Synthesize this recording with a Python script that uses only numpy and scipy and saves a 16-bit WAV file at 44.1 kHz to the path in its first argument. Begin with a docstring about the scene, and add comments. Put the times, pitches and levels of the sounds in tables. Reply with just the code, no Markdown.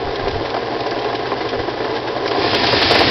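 """A home-made plywood thresher runs in an open field: its beaters knock and rattle, ringing the box.
Loose grains tick on the walls; near the end a sheaf goes in, crackling and thudding as the blows grow heavier.
Knocks, ticks and snaps are random clicks through filters, with noise for first contacts and the loaded thud.
Wavering sines hum for the electric motor and belt; filtered noise is the wind, brushing the microphone
mostly at the start."""
import sys
import numpy as np
from scipy import signal
from scipy.fft import rfft, irfft
from scipy.io import wavfile

SR = 44100
rng = np.random.default_rng(int(sys.argv[2]) if len(sys.argv) > 2 else 0)


def transcribe(signal):
    """Save signal, clipped to [-1, 1], as a 16-bit WAV file at the path in sys.argv[1]."""
    frames = np.atleast_2d(signal).T
    limited = np.clip(frames, -1, 1)
    pcm = np.round(limited * 32767).astype(np.int16)
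    wavfile.write(sys.argv[1], SR, pcm)


N = 136710
TIME = np.arange(N) / SR
FREQ = np.fft.rfftfreq(8192, 1 / SR)
BURST_TIME = np.arange(SR // 6) / SR


def amp(db):
    """Decibels to gain."""
    return 10 ** (np.asarray(db) / 20)


def unit(x):
    """Scales to rms 1."""
    return x / np.sqrt(np.mean(x ** 2) + 1e-20)


def shape(points):
    """A spectrum in dB, joined by straight lines on a log-frequency axis."""
    hz, db = np.transpose(points)
    return np.interp(np.log(FREQ + 1), np.log(hz + 1), db)


def colour(x, db):
    """Causal minimum-phase filter with the given gain curve."""
    log_gain = np.log(amp(np.r_[db, db[-2:0:-1]]))
    response = np.exp(np.conj(signal.hilbert(log_gain)))
    taps = np.fft.ifft(response).real[:len(FREQ)]
    return signal.fftconvolve(x, taps)[:len(x)]


def add(mix, start_s, sound):
    """Mixes a sound in at a time."""
    part = mix[max(round(start_s * SR), 0):][:len(sound)]
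    part += sound[:len(part)]


def drift(hz):
    """Slow random wander, rms 1."""
    f = np.fft.rfftfreq(N, 1 / SR)
    spectrum = rfft(rng.standard_normal(N)) * np.exp(-(f / hz) ** 2)
    return unit(irfft(spectrum, N))


def clicks(per_s, spread_db, size):
    """Random tiny impacts of either sign; a few are large."""
    chance, strength, side = rng.random((3, size))
    strength = np.minimum(-np.log(1 - strength), 4)
    return (chance < per_s / SR) * np.sign(side - 0.5) * amp(spread_db * strength)


STRIKE_S = 0.0023  # decay of the first contact
BURST_S = 0.02  # each burst carries as much energy as this long at rms 1


def burst(per_s, strike, rise_s, hold_s, decay_s, db):
    """A brief scraping contact and a flurry of rebounds, both through the same filter."""
    t = BURST_TIME
    envelope = np.minimum(t / rise_s, 1) * np.exp(-np.maximum(t - hold_s, 0) / decay_s)
    flurry = colour(clicks(per_s, 1, len(t)) * envelope, db)
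    contact = colour(rng.standard_normal(len(t)) * np.exp(-t / STRIKE_S), db)
    both = unit(flurry) + strike * unit(contact)
    return unit(both) * np.sqrt(BURST_S / t[-1])


# Soft buffets on the microphone. Each row: centre in seconds, time to fall to 1/e in seconds, level in dB.
WIND_GUSTS = [(.075,0.031,-28.5),(0.251,0.04,-29),(.365,0.059,-27.5),(.98,0.032,-46),(1.59,0.024,-31)]
# Colour of the wind, low and dull. Each row: frequency in Hz, relative level in dB.
WIND_COLOUR = [(10,-12.5),(35,-4.5),(55,-10.5),(95,-6),(150,-16.5),(400,-30.5),(1500,-73)]
BREEZE_DB = -46.5


def wind():
    """A light breeze of low filtered noise, swelling in a few soft buffets on the microphone."""
    level = amp(BREEZE_DB)
    for centre_s, half_s, db in WIND_GUSTS:
        level = level + amp(db) * np.exp(-((TIME - centre_s) / half_s) ** 2)
    return level * unit(colour(rng.standard_normal(N), shape(WIND_COLOUR)))


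# Steady tones of motor and belt. Each row: frequency in Hz, rms level in dB.
MOTOR_TONES = [(65,-51),(108,-48.5),(120,-41),(131,-44.5)]
HUM_WAVER_RAD, HUM_WAVER_HZ = 0.22, 5.5  # rms phase wander and how fast it moves


def motor():
    """Low tones of the motor and its belt drive, each wavering slightly in phase."""
    hum = np.zeros(N)
    for hz, db in MOTOR_TONES:
        waver = HUM_WAVER_RAD * drift(HUM_WAVER_HZ)
        phase = 2 * np.pi * (hz * TIME + rng.random()) + waver
        hum += amp(db) * np.sqrt(2) * np.sin(phase)
    return hum


INSIDE_DB, INSIDE_T60_S = -8, 0.072
INSIDE_STEP_S = 0.003  # time between one tail and the next


def inside(x, count=16):
    """Short treble reflections in the box, smeared through a ring of random tails for an even tone."""
    highpass = signal.butter(2, 1200, "high", fs=SR, output="sos")
    treble = signal.sosfilt(highpass, x)
    out = np.zeros(N)
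    for k in range(count):
        # overlapping humps pass the sound round the ring
        window = np.sin(np.pi / 2 * np.minimum((TIME / INSIDE_STEP_S - k) % count, 2))
        tail = rng.standard_normal(len(BURST_TIME)) * amp(-60 * BURST_TIME / INSIDE_T60_S)
        out += signal.fftconvolve(treble * window, tail / np.linalg.norm(tail))[:N]
    return amp(INSIDE_DB) * out


# Sprays of grain against the walls. Each row: start in seconds, level in dB before SPRAY_DB is added.
GRAIN_SPRAYS = [(0.157, -18.5), (0.2803, -19.5), (0.3101, -19), (0.4539, -22.5), (0.501, -18.5),
                (0.8033, -19.5), (0.8636, -18), (0.9088, -19), (0.9885, -20), (1.1498, -15), (1.488, -17.5),
                (1.7003, -22), (1.9639, -20), (2.2759, -13), (2.544, -8.5), (2.666, -7.5), (2.8257, -8)]
# Bright tick of kernels on the walls. Each row: frequency in Hz, relative level in dB.
GRAIN_COLOUR = [(200,-20),(1000,-8),(2000,-2),(3200,1.5),(4300,-0.5),(5000,.5),(6000,-0.5)]
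GRAIN_DB, GRAIN_PER_S, GRAIN_SPREAD_DB = -30, 2600, 3.3
SPRAY_DB, SPRAY_CLICKS_PER_S = -5.5, 5400
SPRAY_STRIKE = 0.45  # first contact against the flurry that follows it
SPRAY_RISE_S, SPRAY_HOLD_S, SPRAY_DECAY_S = 0.001, 0.005, 0.0062


def grain():
    """Loose kernels tick on the walls as random clicks, now and then a whole spray at once."""
    tone = shape(GRAIN_COLOUR)
    out = amp(GRAIN_DB) * unit(colour(clicks(GRAIN_PER_S, GRAIN_SPREAD_DB, N), tone))
    for start_s, db in GRAIN_SPRAYS:
        spray = burst(SPRAY_CLICKS_PER_S, SPRAY_STRIKE, SPRAY_RISE_S, SPRAY_HOLD_S, SPRAY_DECAY_S, tone)
        add(out, start_s, amp(db + SPRAY_DB) * spray)
    return out


BEAT_HZ, BEAT_START_S, BEAT_DECAY_S, BEAT_FLOOR = 22.81, 0.0037, 0.072, 1


def beats():
    """Each passing beater stirs the contents, which settle until the next one."""
    since_s = ((TIME - BEAT_START_S) * BEAT_HZ % 1) / BEAT_HZ
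    return unit(BEAT_FLOOR + np.exp(-since_s / BEAT_DECAY_S))


# Work on the sheaf, shared with the drum.
# Each row: time in seconds, level of the box rattle in dB, level of the shredding straw in dB.
SHEAF_WORK = [(0,-23,-59),(1.098,-22.5,-58),(2.05,-22.5,-52),(2.28,-22,-37),(2.41,-18,-22.5),(2.53,-22.3,-18.5),(2.7,-19.5,-16.5),(2.9,-20,-14.5),(3.1,-18,-14)]
# Crackle of snapping straw. Each row: frequency in Hz, relative level in dB.
STRAW_COLOUR = [(25,-17),(60,-1.5),(110,9.5),(170,-5.5),(280,2),(600,-4.5),(1000,0),(1300,-3),(1800,2.5),(2400,1),(3500,0.9),(5000,3.1),(6000,-6.5)]
# Low thud of the loaded drum. Each row: frequency in Hz, relative level in dB.
THUD_COLOUR = [(50,-21),(100,-7),(165,-16.5),(235,-3.5),(290,0.5),(340,-3),(450,-16.5),(1000,-34),(3000,-60)]
STRAW_PER_S, STRAW_SPREAD_DB = 10000, 2
THUD_DB, THUD_BEAT = -11, 2.5  # level against the straw, how closely it follows the beaters


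def straw():
    """Stalks and ears snap densely as the beaters strip the sheaf, and the loaded drum thuds lower."""
    time_s, _, straw_db = np.transpose(SHEAF_WORK)
    snaps = clicks(STRAW_PER_S, STRAW_SPREAD_DB, N) * beats()
    crackle = unit(colour(snaps, shape(STRAW_COLOUR)))
    thud = unit(colour(rng.standard_normal(N) * beats() ** THUD_BEAT, shape(THUD_COLOUR)))
    return (crackle + amp(THUD_DB) * thud) * amp(np.interp(TIME, time_s, straw_db))


# Broad colour of the plywood housing. Each row: frequency in Hz, relative level in dB.
BOX_COLOUR = [(30,-41.5),(70,-24),(110,-13),(165,-17),(220,-9),(290,-3.5),(480,-3.5),(800,-6),(1300,-14.5),(2200,-18.5),(3200,-21.5),(5200,-23)]
# Resonances of the plywood. Each row: frequency in Hz, width in Hz, lift in dB (negative dips).
BOX_RESONANCES = [(257,11,4),(329,45,4),(401.6,38,8.5),(452.5,57,8),(557,23.6,5),(698,52,7.5),(792,82,5),(990,50,6),(1058,62,7),(1200,33,2),(1443,25,6.5),(1617,75,7.5),(1748,50,8),(1990,120,6.5),(2340,82,-2)]


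def box():
    """Response of the plywood housing in dB: a broad colour with resonances on top."""
    response = shape(BOX_COLOUR)
    for hz, width_hz, lift_db in BOX_RESONANCES:
        response = response + lift_db / (1 + (2 * (FREQ - hz) / width_hz) ** 2)
    return response


# Loud knocks of the beaters. Each row: start in seconds, level in dB before KNOCK_DB is added,
# brightness in dB (heard against the average knock), hold of the rebounds before they decay in seconds.
BEATER_KNOCKS = [(0.072, -9, -15.5, 0.011), (0.195, -9, -4, 0.012), (0.244, -11.5, -22, 0.018),
                 (0.272, -4, -17, 0.0085), (0.343, -10, -22, 0.017), (0.409, -6, -18, 0.012),
                 (0.449, -5.5, -8, 0.014), (0.542, -4.5, -23, 0.0062), (0.566, -5.5, -16, 0.0055),
                 (0.626, -8.5, -20.5, 0.01), (0.721, -8, -20, 0.0096), (0.86, -6.5, -25.5, 0.0084),
                 (0.917, -5.5, -13.5, 0.0081), (0.962, -7, -19, 0.0092), (1.045, -5.5, -12.5, 0.0066),
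                 (1.057, -11, -30.5, 0.015), (1.084, -5.5, -7, 0.02), (1.126, -4, -22, 0.0041),
                 (1.193, -12, -2, 0.016), (1.257, -5.5, -7, 0.019), (1.317, -1.5, -25, 0.01),
                 (1.407, -6.5, -1.5, 0.011), (1.451, -10, -5.5, 0.0098), (1.531, -3.5, -14.5, 0.027),
                 (1.592, -6.5, -5, 0.0079), (1.679, -4.5, -20, 0.0067), (1.803, -6, -16, 0.019),
                 (1.843, -6, -9, 0.0092), (1.903, -10, -1, 0.012), (1.954, -8, -1, 0.01),
                 (2.075, -5, -9, 0.012), (2.164, -6.5, -11, 0.0075), (2.258, -4, 1, 0.0045),
                 (2.311, -1.5, 1, 0.007), (2.35, -6.5, -10.5, 0.012), (2.44, -2.5, -14, 0.0097),
                 (2.532, -1.5, -7, 0.021), (2.634, 2, 6.5, 0.0083), (2.729, 1.5, -18.5, 0.017),
                 (2.816, 1.5, 1, 0.0073), (2.91, 4.5, -7, 0.012), (2.954, 3.5, -4.5, 0.0077),
                 (3.005, 5, -10.5, 0.011)]
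# Extra colour of a knock over the box. Each row: frequency in Hz, gain in dB.
KNOCK_COLOUR = [(100,-8.5),(330,1.5),(500,1.5),(900,3.5),(1800,3),(3000,2.5),(5000,2)]
RATTLE_PER_S, RATTLE_SPREAD_DB = 3000, 2
KNOCK_DB, KNOCK_CLICKS_PER_S = -15, 3000
KNOCK_STRIKE = 0.52  # first contact against the flurry that follows it
KNOCK_RISE_S, KNOCK_DECAY_S = 0.00026, 0.01
KNOCK_BRIGHT_HZ = 1250  # brightness acts mostly above this


def drum():
    """The drum's steady rattle and its heavier knocks, all ringing the box."""
    time_s, rattle_db, _ = np.transpose(SHEAF_WORK)
    wood = box()
    rattle = colour(clicks(RATTLE_PER_S, RATTLE_SPREAD_DB, N) * beats(), wood)
    out = unit(rattle) * amp(np.interp(TIME, time_s, rattle_db))
    upper = FREQ ** 2 / (FREQ ** 2 + KNOCK_BRIGHT_HZ ** 2)
    typical_db = np.mean([row[2] for row in BEATER_KNOCKS])
    for start_s, db, bright_db, hold_s in BEATER_KNOCKS:
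        tone = wood + upper * (bright_db - typical_db) + shape(KNOCK_COLOUR)
        knock = burst(KNOCK_CLICKS_PER_S, KNOCK_STRIKE, KNOCK_RISE_S, hold_s, KNOCK_DECAY_S, tone)
        add(out, start_s, amp(db + KNOCK_DB) * knock)
    return out


def scene():
    """The machine with its inner reflections, the motor and the breeze, in mono."""
    machine = drum() + grain() + straw()
    return (machine + inside(machine) + motor() + wind())[None]


# Steep treble roll-off of the microphone. Each row: frequency in Hz, gain in dB.
MIC_RESPONSE = [(10,0),(5050,0),(5400,-6),(5700,-12),(6000,-22),(6200,-37),(6400,-58),(6600,-75),(8000,-95)]
CLIP_LEVEL = 0.72  # of full scale
EDGE_HZ = 15900


def record(dry):
    """A narrow-band microphone, a hard clip for any peak over CLIP_LEVEL, then a low-pass at EDGE_HZ."""
    heard = colour(dry[0], shape(MIC_RESPONSE))
    clipped = np.clip(heard, -CLIP_LEVEL, CLIP_LEVEL)
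    lowpass = signal.firwin(511, EDGE_HZ, window=("kaiser", 9), fs=SR)
    return signal.oaconvolve(clipped, lowpass, "same")[None]


dry = scene()
out = record(dry)
transcribe(out)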